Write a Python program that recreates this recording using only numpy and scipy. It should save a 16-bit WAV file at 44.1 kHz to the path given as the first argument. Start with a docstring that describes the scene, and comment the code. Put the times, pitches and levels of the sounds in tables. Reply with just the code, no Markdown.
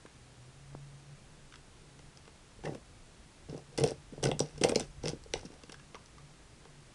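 """First one hears room rumble and microphone hiss, and a far low hum that glides up and fades.
Then, close to a small microphone in a quiet room, a rabbit gnaws a seed-crusted wooden chew log.
In each stroke the teeth scrape, slip and crack crust and fibres: noise bursts through resonances.
Tugs knock the hollow log and the plastic box behind it: damped sines. A tap, ticks and soft thuds join in."""
import sys
import numpy as np
from scipy import signal
from scipy.fft import rfft, irfft, next_fast_len
from scipy.io import wavfile
from scipy.ndimage import uniform_filter1d, map_coordinates

SR = 44100
rng = np.random.default_rng(int(sys.argv[2]) if len(sys.argv) > 2 else 0)


def put_to_file(sound):
    """Save the sound as 16-bit audio at rate SR, in the file named by the first command-line argument."""
    columns = np.atleast_2d(sound).T  # one column per channel
    safe = np.clip(columns, -1, 1)
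    whole_steps = np.round(safe * 32767)
    wavfile.write(sys.argv[1], SR, whole_steps.astype(np.int16))


def boost_factor(decibels):
    """Convert a level in decibels to a linear amplitude factor."""
    exponent = np.asarray(decibels, float) / 20
    return 10 ** exponent


N = 306173


def unit(x):
    """Scaled to rms 1."""
    return x / np.sqrt(np.mean(x ** 2) + 1e-20)


def along(points, hz):
    """Value at each frequency from (f/Hz, value) points on a log axis."""
    f, value = np.transpose(points)
    return np.interp(np.log(hz + 1), np.log(f + 1), value)


def curves(rows, outside=None):
    """One value per sample for each column after the time."""
    s, *columns = np.transpose(rows)
    t = np.arange(N) / SR
    return [np.interp(t, s, column, outside, outside) for column in columns]


def wobble(rate):
    """A smooth random curve, rate knots a second."""
    knots = rng.standard_normal(int(N * rate / SR) + 4)
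    return map_coordinates(knots, [np.arange(N) * rate / SR])


def filtered(x, response):
    """x times a complex response of frequency."""
    m = next_fast_len(N + SR // 2)
    return irfft(rfft(x, m) * response(np.fft.rfftfreq(m, 1 / SR)), m)[..., :N]


def modes(table):
    """Causal response of a set of resonances, with alternating signs."""
    def response(f):
        total = 0
        for k, (centre, width, db) in enumerate(table):
            damping = 1j * f * width
            total = total + (-1) ** k * boost_factor(db) * damping / (centre * centre - f * f + damping)
        return total
    return response


def grit(spiky_db, rate):
    """Noise of rms 1 broken into lumps."""
    return unit(rng.standard_normal(N) * boost_factor(spiky_db * wobble(rate)))


def swell(u, power):
    """Rises to 1 at u = 1, then dies away."""
    return (u * np.exp(1 - u)) ** power


# spectral shape of the rumble and hiss, relative: f/Hz, level/dB per Hz
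HISS_SHAPE = [(12, -38), (20, 6), (38, -7), (65, -1), (85, -7), (138, -4), (167, -9.5), (310, -12.5),
              (345, -13), (503, -16), (884, -19), (8440, -27.5), (10200, -29.5), (12300, -59), (16000, -87),
              (22000, -120)]


def hiss():
    """Room rumble and the microphone's own steady noise."""
    rms_db = -57
    noise = filtered(rng.standard_normal(N), lambda f: boost_factor(along(HISS_SHAPE, f)))
    return boost_factor(rms_db) * unit(noise)


# a far motor-like tone, before its random wavering: t/s, f/Hz, level/dB
HUM_GLIDE = [(.05, 115.8, -68), (.4, 125.7, -56), (.6, 136.7, -57.5), (.72, 139, -52.5),
             (1.14, 142.3, -53.5), (1.2, 148, -72), (1.3, 154.8, -62), (1.4, 154.4, -74)]
# a fuzzy hum near the pitch of the box wall wavers, loudest in the hardest gnawing: t/s, level/dB
BOX_DRONE = [(1.3, -61), (1.68, -71), (2.02, -61.5), (2.5, -79), (2.9, -68.5), (3.22, -84), (3.65, -62),
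             (3.98, -53), (4.17, -82), (4.24, -61), (4.45, -49.5), (5.6, -71.5), (5.8, -59.5), (6.05, -78),
             (6.24, -56), (6.45, -85), (6.78, -58.5), (6.9, -75)]


def hum():
    """A wavering low sine that climbs, and the fuzzy hum of the box wall: noise in a narrow resonance."""
    hz, db = curves(HUM_GLIDE)
    on = uniform_filter1d((np.arange(N) < HUM_GLIDE[-1][0] * SR) * 1., 4000)
    level = np.sqrt(2) * on * boost_factor(db + 2.2 * wobble(14.3))
    phase = 2 * np.pi * np.cumsum(hz + 1.5 * wobble(12.9)) / SR
    fuzz = unit(filtered(rng.standard_normal(N), lambda f: modes([(143, 12, 0)])(f) ** 2))
    return level * np.sin(phase) + boost_factor(curves(BOX_DRONE, outside=-120)[0]) * fuzz


# the body shifting its weight on the floor: t/s, level/dB
FLOOR_SHUFFLE = [(2.55, -57.5), (2.7, -60), (3.7, -67), (3.85, -54), (4.9, -55), (5.3, -52), (5.55, -55)]


def shuffle():
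    """Soft thuds through the floor, below the log's modes: lumpy noise in a low resonance."""
    thud = unit(filtered(grit(spiky_db=4, rate=14), lambda f: modes([(45, 60, 0)])(f) ** 2))
    return boost_factor(curves(FLOOR_SHUFFLE, outside=-120)[0]) * thud


# how fast the room's answer dies: f/Hz, t60/s
ROOM_DECAY = [(200, 0.18), (2000, 0.17), (10000, 0.1)]


def room(x):
    """The walls answer with a tail of decaying noise, each frequency dying at its own speed."""
    out, step = np.zeros(N + SR), SR // 40  # the tail is a fresh random draw every 25 ms
    delay = 150  # samples
    for start in range(0, N, step):
        hz, t, z = signal.stft(rng.standard_normal(SR // 4), SR, nperseg=256)
        decay = boost_factor(-60 * t / along(ROOM_DECAY, hz)[:, None])
        tail = signal.istft(z * decay, SR, nperseg=256)[1]
        tail *= 1 - np.exp(-np.arange(len(tail)) / SR / 0.00077)  # echoes thicken over the first ms
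        wet = signal.fftconvolve(x[start:start + step], tail / np.linalg.norm(tail))
        out[start + delay:][:len(wet)] += wet[:N + SR - start - delay]
    return out[:N]


# the small microphone's response: f/Hz, level/dB
MIC_RESPONSE = [(20, -11.5), (10200, 0.5), (10900, -16.5), (11400, -16.5), (12300, -23), (12600, -67)]


def mic(x):
    """The microphone's colour: a gain at each frequency."""
    return filtered(x, lambda f: boost_factor(along(MIC_RESPONSE, f)))


# one dry tick near the microphone: t/s, level/dB, width/ms
NEAR_TAP = (.7507, -29.5, 0.22)


def tap():
    """A quick push of air and a slower, shallower rebound."""
    s, db, ms = NEAR_TAP
    u = (np.arange(N) / SR - s) / (ms / 1000)
    push = np.exp(-u ** 2 / 2)
    rebound = 0.44 * np.exp(-((u - 5.5) / 4.3) ** 2 / 2)
    return boost_factor(db) * (push - rebound)


# short pitched ticks, perhaps hard seeds snapping or crumbs landing: t/s, level/dB, f/Hz
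SEED_PINGS = [(2.653, -32, 1780), (2.66, -36, 2030), (2.673, -38, 1900), (3.788, -40, 1440),
              (4.256, -26, 1490), (5.336, -35, 2340), (5.798, -44, 1640), (5.952, -33.5, 1160),
              (5.965, -37, 990), (6.181, -38.5, 1175)]


def pings():
    """One damped resonance per tick."""
    t60_s, rise_s = .03, .0012
    out, t = np.zeros(N + SR), np.arange(SR // 10) / SR
    for s, db, hz in SEED_PINGS:
        envelope = boost_factor(db - 60 * t / t60_s) * (1 - np.exp(-t / rise_s))
        out[round(s * SR):][:len(t)] += envelope * np.sin(2 * np.pi * hz * t)
    return out[:N]


# strokes of the incisors along the log, with the levels before they sag:
# t/s of the start, length/s, scrape level/dB, shake of the log level/dB, boom of the box level/dB
TOOTH_STROKES = [(2.633, 0.12, -67, -41, -36), (3.484, .11, -64, -46, -38), (3.712, .055, -74, -56.5, -48),
                 (3.775, .15, -53, -34.5, -28.5), (4.124, 0.09, -73, -56, -35),
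                 (4.223, 0.083, -55, -30, -26), (4.388, .09, -57.5, -49, -28.5),
                 (4.488, 0.1, -66, -57, -46), (4.61, 0.12, -55, -31.5, -33.5), (4.75, 0.1, -54, -62, -39),
                 (5.027, 0.1, -55.5, -40, -31.5), (5.329, 0.14, -58.5, -58, -42),
                 (5.508, 0.12, -73, -54.5, -56)]
RELEASE_S = 0.048


def strokes(column, sag_db_per_s, release_s):
    """Gain of one stroke column: a quick attack, a steady sag, a release after the teeth let go."""
    attack_s = 0.0081
    table = np.array(TOOTH_STROKES)
    t = np.arange(N) / SR - table[:, :1]
    length, db = table[:, [1]], table[:, [column]]
    on = np.clip(t / attack_s, 0, 1) * np.exp(-np.maximum(t - length, 0) / release_s)
    return np.max(on * boost_factor(db - sag_db_per_s * np.maximum(t, 0)), axis=0)


def scrape():
    """How hard the teeth rub the crust."""
    return strokes(column=2, sag_db_per_s=56, release_s=RELEASE_S)


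def shake():
    """How hard the log is shaken; it stops sooner than the rubbing."""
    return strokes(column=3, sag_db_per_s=42, release_s=0.0051)


MOST_SLIPS = 24  # room for the slips of one stroke


def slips(gain, over_db, scatter_db):
    """Unevenly spaced slips inside every stroke: times, levels, two chance values and lengths in ms."""
    rate, typical_ms = 125, 2.2  # slips per s
    table = np.array(TOOTH_STROKES)
    chance = rng.standard_normal((len(table), MOST_SLIPS, 4))
    start, length = table[:, :1], table[:, 1:2]
    since = (np.arange(MOST_SLIPS) + rng.random((len(table), MOST_SLIPS))) / rate
    inside = since < length
    s, chance = (start + since)[inside], chance[inside]
    gain_db = 20 * np.log10(gain[np.round(s * SR).astype(int)] + 1e-9)
    db = gain_db + over_db + scatter_db * chance[:, 0]
    return s, db, chance[:, 1], chance[:, 2], typical_ms * np.exp(.35 * chance[:, 3])


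# resonances of the hollow log: f/Hz, width/Hz, level/dB
LOG_MODES = [(201.5, 95, -4.5), (321, 177, -3), (423, 34.6, -0.5), (437.3, 58.4, 8), (602, 210, -7),
             (712, 91, -4), (800, 129, -6)]
# resonances of teeth and crust, four groups from low to high: f/Hz, width/Hz, level/dB
CRUST_MODES = [
    [(1020, 190, 9), (1585, 204, 10)],
    [(2053, 133, 11.5), (2714, 266, 10), (3450, 660, 6)],
    [(4870, 1630, 9), (6020, 1140, 9.5)],
    [(7760, 1650, 2.5), (9400, 1200, 8.5), (9900, 2160, 4), (11900, 930, -1)],
]


def grind():
    """Dense small slips of the teeth hiss in the crust and shake the log: lumpy noise in their modes."""
    crust = unit(filtered(grit(spiky_db=4, rate=800), modes(sum(CRUST_MODES, []))))
    body = unit(filtered(grit(spiky_db=5, rate=90), lambda f: modes(LOG_MODES)(f) * f / (f + 300)))
    return scrape() * crust + shake() * body


# the strong jolts of teeth on the log, before its resonances:
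# t/s of the peak, level/dB, hardness/dB per half octave, length/ms
JOLTS = [(0.0528, -46.5, -8, 2.2), (1.9957, -48.5, 2, 3.4), (2.2796, -49, -3, 3.6), (2.5927, -49, -8, 6.8),
         (2.6395, -32, 2.5, 2.6), (2.6538, -32, -3, 3.1), (2.6676, -30, 4, 3.7), (2.674, -28, -1, 6.1),
         (2.6853, -34.5, 3.5, 2.9), (2.694, -32, -8.5, 1.8), (2.7242, -46, -12, 3.5),
         (2.7538, -32.5, -5, 8.5), (2.781, -44, -4, 3), (3.4925, -46, -10.5, 7.9),
         (3.5289, -39.5, -8.5, 3.8), (3.5486, -37.5, -7, 4.8), (3.578, -37, -3, 2.9),
         (3.781, -33.5, 3, 3.1), (3.7881, -22.5, -2.5, 4.9), (3.797, -33, 3.5, 3.8),
         (3.8118, -26.5, -5.5, 6.9), (3.8195, -31.5, -6, 4.9), (3.8328, -26, -2, 4.2),
         (3.8438, -12, -3, 13.3), (3.8647, -31, 4, 8.6), (3.9188, -34.5, -6.5, 4),
         (4.1291, -52, -15.5, 10.8), (4.18, -38, -5, 2.6), (4.242, -24, 3.0, 13.5),
         (4.2516, -22.5, -6, 3.5), (4.2604, -20, -2, 3.78), (4.2736, -35, 5, 3.8), (4.2922, -18, -4, 8.4),
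         (4.3178, -24, 3.5, 4.6), (4.35, -46, -11, 8), (4.4065, -17.5, -2.5, 5.16), (4.4129, -34, 9, 2.9),
         (4.5835, -41, -9, 12.5), (4.6164, -33.5, -11.5, 5.8), (4.6249, -23.5, -6, 11.5),
         (4.642, -18.5, 2.5, 4.4), (4.6499, -10, -1, 7.46), (4.666, -37, 3, 6.3), (4.682, -33, 5, 5.5),
         (4.698, -22.5, -6, 5.3), (4.724, -20.5, -1, 6.8), (4.7332, -39.5, -8.5, 2.1),
         (4.763, -17, -4.5, 7.4), (4.7731, -37, 8.5, 3.8), (4.801, -35, 8.5, 7), (4.811, -37, -9, 3.6),
         (5.0406, -29, -6.5, 2.64), (5.0628, -26, -3, 5.7), (5.0799, -31, -2, 3.6), (5.0859, -33, -4, 3.9),
         (5.135, -32.5, -7.5, 4.7), (5.263, -44.5, -1, 7.6), (5.341, -25.5, 1.5, 5.35),
         (5.358, -35.5, 9.5, 2.2), (5.4326, -38.5, 4.5, 2.45), (5.4555, -46, -13.5, 12.6),
         (5.504, -49.5, -9, 2.9), (5.639, -51.5, -8.5, 4.6), (5.6962, -51, -10, 3.6),
         (5.7268, -47, 6.5, 3.8), (5.9475, -42, 4, 4), (6.656, -49.5, 6, 3.7)]
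# the plastic wall of the box: f/Hz, width/Hz
BOX_WALL = (149.7, 19)


def knocks():
    """A jolt rings the log until the jaw's grip damps it; harder contacts favour the upper modes; the box booms on."""
    (out, box), t = np.zeros((2, N + SR)), np.arange(SR // 5) / SR
    hz, width, mode_db = np.transpose(LOG_MODES)[:, :, None]
    sign = (-1.) ** np.arange(len(LOG_MODES))[:, None]
    rings = sign * np.sin(2 * np.pi * hz * t) * np.exp(-np.pi * width * t)
    box_hz, box_width = BOX_WALL
    boom = np.sin(2 * np.pi * box_hz * t) * np.exp(-np.pi * box_width * t) * (1 - np.exp(-t / 0.0047))
    against_box = strokes(column=4, sag_db_per_s=43, release_s=RELEASE_S)
    most = len(JOLTS) + MOST_SLIPS * len(TOOTH_STROKES)
    chances = rng.standard_normal((most, len(LOG_MODES) + 1, 1))
    s, db, a, _, ms = slips(shake(), over_db=-2.5, scatter_db=2.5)
    small_jolts = list(zip(s, db, -2 + 2.5 * a, 1.44 * ms))
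    for k, ((s, db, hard_db, ms), chance) in enumerate(zip(JOLTS + small_jolts, chances)):
        rise = 0.5 * ms / 1000
        tilt_db = hard_db * 2 * np.log2(hz / 450)
        ring = np.sum(boost_factor(mode_db + tilt_db + 1.5 * chance[1:]) * rings, axis=0)
        grip = swell(t / rise, 2.4) + boost_factor(-13.5) * (1 - np.exp(-t / rise))
        start = round((s - rise) * SR)
        out[start:][:len(t)] += boost_factor(db) * ring * grip
        if k < len(JOLTS):  # only the strong jolts reach the box
            box[start:][:len(t)] += against_box[round(s * SR)] * boost_factor(3.4 * chance[0]) * boom

    def radiation(f):
        # the small log radiates little below its first modes or above its last
        return (1j * f / (230 + 1j * f)) ** 2 / (1 - (f / 950) ** 2 + 1.1j * f / 950)
    return filtered(out[:N], radiation) + box[:N]


# the loud breaks of fibres and seeds, and the lone ticks, before the crust resonances:
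# t/s of the peak, level/dB at 4-7 kHz, 2-4 kHz part/dB and 7-11 kHz part/dB over that, length/ms
BREAKS = [(0.0608, -62.5, 13, 7, 3.9), (1.5242, -55, 8, -5, 2.6), (1.54, -56.5, 12.5, -12, 3.3),
          (1.5576, -49, 1, -4, 1.8), (1.992, -55, 5, -7, 2.1), (2.1732, -48.5, -3, -6, 2.1),
          (2.2548, -53, -1, -8, 1.8), (2.278, -60, 12, 6, 2.34), (2.637, -61, 13.5, -9, 2.6),
          (2.6555, -46, 3, -3, 6.4), (2.674, -58, 19, -5, 1.4), (2.684, -58, 6, -7, 2.2),
          (2.7488, -53.5, 7, 1, 3.5), (3.4972, -48, 2, -15, 1.7), (3.5783, -51.5, -11, 3.5, 2.5),
          (3.7773, -29.5, -4, 1, 2.5), (3.7848, -34.5, 1.5, -3, 6.5), (3.799, -42, -6, 11, 1.9),
          (3.807, -41.5, 4, -4, 4.3), (3.8174, -44, 1, -11, 4.6), (3.8381, -30, 5, 6, 3),
          (3.847, -39, -13, -16, 1.4), (3.86, -42, -15, -7, 2.2), (3.8645, -35, -13, -12, 1.6),
          (3.876, -33.5, -13, 1.5, 1.6), (3.8865, -43.5, -1, -4, 7.1), (3.8972, -40, -24, -13, 1.3),
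          (3.9077, -42, -17, 4, 1.5), (4.2284, -38.5, 4, 2, 2.1), (4.2342, -35.5, 2, 3.5, 1.9),
          (4.239, -26.5, -1.5, -1.5, 4.3), (4.2543, -30.5, 1, 3, 3.5), (4.271, -37, 3, -10, 2.9),
          (4.2878, -37, -10, -11, 3.1), (4.3149, -37, 13, -1, 1.16), (4.3938, -29.5, 0, 7.5, 2.04),
          (4.4029, -25.5, -1.5, -7, 3.04), (4.436, -50, -13, -10, 2.9), (4.4875, -50, -15, -16, 1.7),
          (4.5794, -49, 1, 1, 4.5), (4.613, -35, 2, 7, 0.74), (4.6186, -41, 3.5, 2, 3.5),
          (4.6375, -23, 5.5, 1, 4.2), (4.6455, -35.5, 4.5, 8, 4), (4.6878, -30, -13, 2, 1.2),
          (4.6939, -36, 8, 7.5, 4.2), (4.719, -38, 4, -9, 2.8), (4.749, -37, 2, 0, 1.2),
          (4.758, -20, -4.5, -2.5, 2.6), (4.7735, -45, -8, -1, 1.3), (4.7976, -36, 1.5, 7.5, 3.8),
          (4.8066, -30, -4, -7, 1.7), (5.0362, -40, -3, -23, 2.47), (5.057, -33, 1, -8, 2.2),
          (5.074, -35.5, 1.5, -8, 3), (5.0823, -26, -0.5, -2, 0.96), (5.0915, -37, -9, 3, 2.5),
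          (5.0995, -40, -4, -16, 2.5), (5.131, -56, -3, -10.5, 3.9), (5.238, -51.5, -4, 5, 2),
          (5.3373, -25.5, 2.5, -5.5, 1.8), (5.3773, -50, -6, 3, 2.1), (5.4544, -49, -12, -4, 6.9),
          (5.636, -47.5, 2, -4, 2.5), (5.696, -49.5, 6, -2, 3.5), (5.721, -46, 2, 5.5, 3.4),
          (5.7258, -45.5, -2, -15, 2.3), (5.743, -53, 9, -8, 2.8), (5.797, -56, 4, -15, 3.7),
          (5.9458, -48, 10.5, -11, 1.37), (5.954, -49, 1, -7, 2.6), (6.06, -47.5, -11, -2, 1.6),
          (6.183, -54, 2.5, -6, 3.0), (6.6527, -56.5, 8.5, -13, 2.2)]
# the higher groups of crust resonances come and go faster: speed ratio [-]
GROUP_SPEED = np.array([[.9], [1.05], [1.2], [1.5]])


def cracks():
    """Each break is a burst of a few ms that drives the four groups of crust resonances by its own shares."""
    drive, t = np.zeros((4, N + 800)), np.arange(800) / SR
    noises = rng.standard_normal((len(BREAKS) + MOST_SLIPS * len(TOOTH_STROKES), 4, 800))
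    s, db, a, b, ms = slips(scrape(), over_db=5, scatter_db=4)
    small_breaks = list(zip(s, db, -1.5 + 5 * a, -7 + 5 * b, ms))
    for (s, db, mid_db, top_db, ms), noise in zip(BREAKS + small_breaks, noises):
        rise = 0.86 * ms / 1000
        shape = swell(np.maximum((t - rise) * GROUP_SPEED + rise, 0) / rise, 2.72)
        burst = shape * noise
        # the size of a break is set by its row, not by the noise
        burst *= (np.linalg.norm(shape, axis=1) / np.linalg.norm(burst, axis=1))[:, None]
        low_db = mid_db - 2 - 0.36 * (db + 40)  # 0.9-2 kHz part: weaker breaks are duller
        shares = boost_factor(db + np.array([low_db, mid_db, 0, top_db]))[:, None]
        drive[:, round((s - rise) * SR):][:, :800] += shares * burst

    def narrow(group):
        centre = np.mean(group, axis=0)[0]
        return lambda f: modes(group)(f) * modes([(centre, .9 * centre, 0)])(f)
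    return sum(filtered(d[:N], narrow(group)) for d, group in zip(drive, CRUST_MODES))


def scene():
    """Gnawing, its room, and the background."""
    bright, dull = mic(cracks() + pings()), knocks()
    gnawing = bright + dull + mic(grind()) + tap()
    walls = room(boost_factor(-11) * bright + boost_factor(-10.0) * dull)
    return (gnawing + walls + shuffle() + hum() + hiss())[None]


def roll_off(x):
    """The treble ends steeply here."""
    return signal.sosfilt(signal.butter(12, 12450, fs=SR, output="sos"), x)


def record(dry):
    """Takes down the finished mix."""
    return roll_off(dry)


dry = scene()
out = record(dry)
put_to_file(out)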